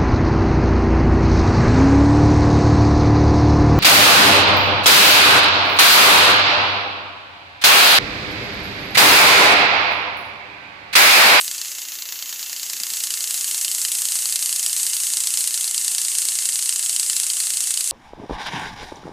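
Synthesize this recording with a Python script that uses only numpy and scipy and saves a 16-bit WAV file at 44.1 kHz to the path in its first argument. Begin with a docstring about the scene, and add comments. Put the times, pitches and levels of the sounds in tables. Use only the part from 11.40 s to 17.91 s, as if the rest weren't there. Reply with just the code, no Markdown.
"""A motorised toy machine of plastic beams and gears runs on a wooden floor, heard from close by.
From the start, a six-toothed drive part skips about thirty times a second: each tooth snaps into the frame.
Behind it fast gears hiss and whistle, and motors whine, ring in their cases and rumble through the floor.
The microphone draws back until about 0.7 s, then moves in; two soft knocks come through the floor
at about 1.4 and 1.5 s. From about 3 s on the microphone stays close."""
import sys
import numpy as np
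from scipy import signal
from scipy.fft import rfft, irfft
from scipy.io import wavfile

SR = 44100
rng = np.random.default_rng(int(sys.argv[2]) if len(sys.argv) > 2 else 0)


def unload_audio(sound):
    """Save the sound as a 16-bit wav file, at the path given as the first command line argument."""
    columns = np.transpose(np.atleast_2d(sound))
    # keep every value between -1 and 1, then stretch to whole-number steps
    steps = np.round(np.clip(columns, -1, 1) * 32767)
    wavfile.write(sys.argv[1], SR, steps.astype(np.int16))


N = 287091
TIME = np.arange(N) / SR


def from_db(db):
    """Turn decibels into a gain."""
    return 10 ** (np.asarray(db) / 20)


def rms_one(x):
    """Scale a sound to an average (rms) strength of one."""
    return x / np.sqrt(np.mean(x ** 2) + 1e-20)


def at_hz(points, hz):
    """Read a table between its points, with pitch on a logarithmic axis."""
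    f, value = np.transpose(points)
    return np.interp(np.log(hz + 1), np.log(f), value)


def coloured(x, spectrum, size=2048):
    """Shape a sound by a spectrum; the filter answers as early as it can and has unit energy."""
    gain = from_db(at_hz(spectrum, np.fft.rfftfreq(size, 1 / SR)))
    # folding the cepstrum moves the filter's whole response after the click
    cepstrum = irfft(np.log(gain))
    cepstrum[1:size // 2] *= 2
    cepstrum[size // 2 + 1:] = 0
    response = irfft(np.exp(rfft(cepstrum)))
    return signal.fftconvolve(x, response / np.linalg.norm(response))[:N]


def ring(x, hz, t60):
    """A click sets a wave ringing at about its own height; it fades by 60 dB in t60 seconds."""
    radius = np.exp(-np.log(1000) / (t60 * SR))
    turn = 2 * np.pi * hz / SR
    # far too faint to hear: keeps the filter from slowing down on vanishing numbers
    trickle = 1e-18 * (-1) ** (np.arange(N) // 2)
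    return signal.lfilter([.5, 0, -.5], [1, -2 * radius * np.cos(turn), radius * radius], x + trickle)


def clicks(times, sizes):
    """Single-sample clicks at the given times."""
    at = np.round(np.ravel(times) * SR).astype(int)
    inside = (at >= 0) & (at < N)
    return np.bincount(at[inside], np.ravel(sizes)[inside], N)


def drift(hz):
    """Random wandering, mostly slower than hz, with an rms of one."""
    low_pass = signal.butter(2, hz, fs=SR, output="sos")
    return rms_one(signal.sosfilt(low_pass, rng.standard_normal(N)))


def tooth_times(first_s=.0111, teeth_per_s=29.5118, speed_up_per_s2=.01133):
    """One skip whenever the slowly quickening drive has advanced by a tooth."""
    advance = teeth_per_s * TIME + speed_up_per_s2 * TIME ** 2 / 2
    return first_s + np.interp(np.arange(int(advance[-1]) + 1), advance, TIME)


def chatter(blows, length_s):
    """Each blow chatters at random for a moment, dying away as the contact settles."""
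    hold = np.cos(np.pi / 2 * np.minimum(TIME[:SR // 100] / length_s, 1)) ** 2
    energy = np.convolve(blows ** 2, hold / hold.sum())[:N]
    return np.sqrt(energy) * rng.choice([-1, 1], N)


def scatter(blows, t60):
    """Each blow breaks up into dying noise of the same energy."""
    keep = np.exp(-2 * np.log(1000) / (t60 * SR))
    energy = signal.lfilter([1 - keep], [1, -keep], blows ** 2 + 1e-18)
    return np.sqrt(energy) * rng.standard_normal(N)


# the six teeth of one turn, levels relative:
# (slip level [dB], landing level [dB], landing delay [s], ring of the housing [dB])
DRIVE_TEETH = [(-15, 3.5, .0007, 2), (-2, -18, 0.00067, -2), (-5.5, .5, .0009, 1.5),
               (-2.5, 3.5, 0.00077, -3.5), (-4.5, -1.5, 0.0013, -3), (1, -6.5, .0006, -5)]
# how the plastic frame answers a snap: (frequency [Hz], relative level [dB])
FRAME_SPECTRUM = [(100, -60), (400, -37), (1000, -29.5), (2000, -18), (3500, -15), (4500, -5), (5700, -9.5),
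                  (6700, -3), (7900, 2.5), (9000, -1.5), (10200, -5), (12000, -10), (13800, -20),
                  (15500, -24)]
# ringing notes of the gear housing: (frequency [Hz], relative level [dB], time to fade by 60 dB [s])
HOUSING_MODES = [(1893, -40, 0.011), (2896, -32, 0.025), (3082, -28, 0.019), (4140, -25.5, 0.008),
                 (4550, -23.5, 0.0088), (4930, -22, 0.0083), (7820, -21, 0.01), (8620, -20, 0.013),
                 (10240, -31, .008), (11020, -32.5, .008)]
# the snap spreading through beams and room: (frequency [Hz], relative level [dB])
TAIL_SPECTRUM = [(150, -26), (600, -16), (1400, -9.5), (2000, -4), (3000, -3.5), (4400, 7.5), (5800, 6.5),
                 (8000, 1.5), (10500, 4.5), (14000, -19)]


def skipping_drive(tooth_db=-3.0, uneven_db=1.0, jitter_s=.00012, direct_db=-9.5, chatter_db=3., chatter_s=0.0023,
                   rebound_db=-11.0, push_delay_s=.0003, colour_db=3.0, tail_db=0.5, tail_t60=0.048, focus=0.25):
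    """Each tooth slips off, lands about a millisecond later, rebounds and sets the beams rattling."""
    start = tooth_times()
    count = len(start)
    slip_db, land_db, delay, housing_db = np.array(DRIVE_TEETH)[np.arange(count) % len(DRIVE_TEETH)].T
    # each tooth catches a little harder or lighter, earlier or later, by chance
    force_db = uneven_db * rng.standard_normal(count)
    start = start + jitter_s * rng.standard_normal(count)

    slips = clicks(start, from_db(force_db + slip_db))
    landings = clicks(start + delay, from_db(force_db + land_db))
    rebound_sizes = from_db(force_db + rebound_db) * rng.rayleigh(size=count)
    rebounds = clicks(start + rng.uniform(.002, .01, count), rebound_sizes)
    blows = from_db(tooth_db) * (slips - landings + rebounds)

    rattle = from_db(chatter_db) * chatter(blows, chatter_s)
    frame = coloured(from_db(direct_db) * blows + rattle, FRAME_SPECTRUM)
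    # each snap excites the housing notes in its own random mix
    housing = 0
    for hz, db, t60 in HOUSING_MODES:
        push = from_db(db + housing_db + force_db + colour_db * rng.standard_normal(count))
        signed_push = push * rng.choice([-1, 1], count)
        housing = housing + ring(clicks(start + push_delay_s, signed_push), hz, t60)
    tail = from_db(tail_db) * coloured(scatter(blows, tail_t60), TAIL_SPECTRUM)
    # from further off the sharp front of each snap weakens more than its tail
    near_db = np.interp(TIME, *np.transpose(NEARNESS_AND_TREBLE)[:2])
    return from_db(focus * near_db) * (frame + housing) + tail


# colour of the gear hiss: (frequency [Hz], relative level [dB])
HISS_SPECTRUM = [(400, -40.5), (1000, -25), (2400, -21), (3400, -14), (4300, -11.5), (5700, -9),
                 (6600, -2.5), (7200, -3), (7900, 0.5), (9000, -.5), (10200, -4), (12000, -9),
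                 (13800, -16.5), (15400, -18)]


def gears(hiss_db=-24.0, contacts_per_s=6000, spread_db=2.5, smooth_db=1.5, mesh_hz=633.0, mesh_depth=0.071,
          flutter_db=1.12, flutter_hz=26.):
    """Thousands of tiny tooth contacts over smooth rubbing pulse with the mesh and flutter at random."""
    touching = rng.random(N) < contacts_per_s / SR
    contact_sizes = from_db(spread_db * rng.standard_normal(N))
    contacts = touching * rng.choice([-1, 1], N) * contact_sizes
    friction = rms_one(contacts) + from_db(smooth_db) * rng.standard_normal(N)
    mesh = 1 + mesh_depth * np.sin(2 * np.pi * mesh_hz * TIME)
    hiss = rms_one(coloured(friction * mesh, HISS_SPECTRUM))
    return from_db(hiss_db + flutter_db * drift(flutter_hz)) * hiss


def gear_whistle(whistle_hz=2668., whistle_db=-53.0, waver=.016, waver_hz=15.):
    """One fast gear sings a thin note that wavers at random."""
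    angle = 2 * np.pi * np.cumsum(whistle_hz * (1 + waver * drift(waver_hz))) / SR
    return from_db(whistle_db) * np.sqrt(2) * np.sin(angle)


# whine of the motor: (multiple of its turning rate [-], rms level before the microphone [dB])
MOTOR_WHINE = [(3, -70.5), (5, -73), (6, -65)]
# ringing of the motor cases: (frequency [Hz], width [Hz], rms level before the microphone [dB])
CASE_WHIR = [(1767, 81, -57), (2098, 34, -54.5), (2673, 77, -51), (2890, 110, -52)]
# motor rumble carried by the floor: (frequency [Hz], relative level [dB])
RUMBLE_SPECTRUM = [(60, -15), (110, -6.5), (180, 2), (250, -0.5), (330, 3), (480, -2.5), (800, -1.5),
                   (1500, -12.5), (4000, -36)]


def motors(motor_hz=236, rumble_db=-59.5, waver=0.0064, waver_hz=13.0):
    """The motor whines at a wavering speed, brush friction sings in its case, the floor carries its rumble."""
    angle = 2 * np.pi * np.cumsum(motor_hz * (1 + waver * drift(waver_hz))) / SR
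    whine = sum(from_db(db) * np.sqrt(2) * np.sin(multiple * angle) for multiple, db in MOTOR_WHINE)
    whir = 0
    for hz, width, db in CASE_WHIR:
        # a narrower resonance rings longer
        t60 = np.log(1000) / (np.pi * width)
        whir = whir + from_db(db) * rms_one(ring(rng.standard_normal(N), hz, t60))
    rumble = from_db(rumble_db) * rms_one(coloured(rng.standard_normal(N), RUMBLE_SPECTRUM))
    return whine + whir + rumble


# nearness and treble shadow of the microphone, and the level of the top octave:
# (time [s], nearness [dB], shadow of the upper treble [dB], top octave [dB])
NEARNESS_AND_TREBLE = [(0, -4.5, 0, 12), (.15, -4, -11, 4), (.68, -8.5, -19.5, 15.5),
                       (1.1, -5.5, -15.5, 9.5), (1.7, -1.5, -6, 5.5), (2.5, -.8, -1, 5), (3.2, .3, -1, 2.5),
                       (4.4, .5, 0, -.5), (6.5, .5, 1, -3)]
# how much of each of those three a frequency gets: (frequency [Hz], share [0-1])
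NEARNESS_SHARE = [(300, 0.3), (1200, 0.38), (2800, 0.4), (4500, 0.88), (16000, 1)]
TREBLE_SHADOW_SHARE = [(7000, 0.012), (8000, 0.51), (8900, 0.89), (10000, 0.49), (11300, 0.52),
                       (13000, 0.088)]
TOP_OCTAVE_SHARE = [(10000, 0.091), (11700, 0.85), (13000, 0.5), (14000, 0.99), (15200, 1)]


def moving_microphone(x, size=256):
    """Nearness and shadow act mostly on the direct treble, less on the roomy bass; the top octave also shifts."""
    hz, s, frames = signal.stft(x, SR, nperseg=size)
    when, *controls = np.transpose(NEARNESS_AND_TREBLE)
    shares = (NEARNESS_SHARE, TREBLE_SHADOW_SHARE, TOP_OCTAVE_SHARE)
    gain_db = sum(np.outer(at_hz(share, hz), np.interp(s, when, control))
                  for share, control in zip(shares, controls))
    return signal.istft(frames * from_db(gain_db), SR, nperseg=size)[1][:N]


# soft knocks through the floor, before the bass cut: (time [s], level [dB])
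FLOOR_KNOCKS = [(1.409, -39.5), (1.518, -45)]


def bumps(floor_hz=202.0, floor_t60=0.037):
    """Each knock sets the floor ringing dully for a few cycles."""
    s, db = np.transpose(FLOOR_KNOCKS)
    return ring(clicks(s, from_db(db)), floor_hz, floor_t60)


def scene():
    """The whole machine at one microphone, alike in both channels."""
    machine = skipping_drive() + gears() + gear_whistle() + motors()
    sound = moving_microphone(machine) + bumps()
    return np.array([sound, sound])


def record(dry, bass_cut_hz=176.0, top=0.64, cutoff_hz=15430):
    """The small microphone loses the bass, the tallest peaks overload the input, then the top is cut."""
    bass_cut = signal.butter(2, bass_cut_hz, "high", fs=SR, output="sos")
    thin = signal.sosfilt(bass_cut, dry)
    low_pass = signal.firwin(301, cutoff_hz, fs=SR, window="blackman")
    return signal.fftconvolve(np.clip(thin, -top, top), low_pass[None], mode="same", axes=1)


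dry = scene()
out = record(dry)
unload_audio(out)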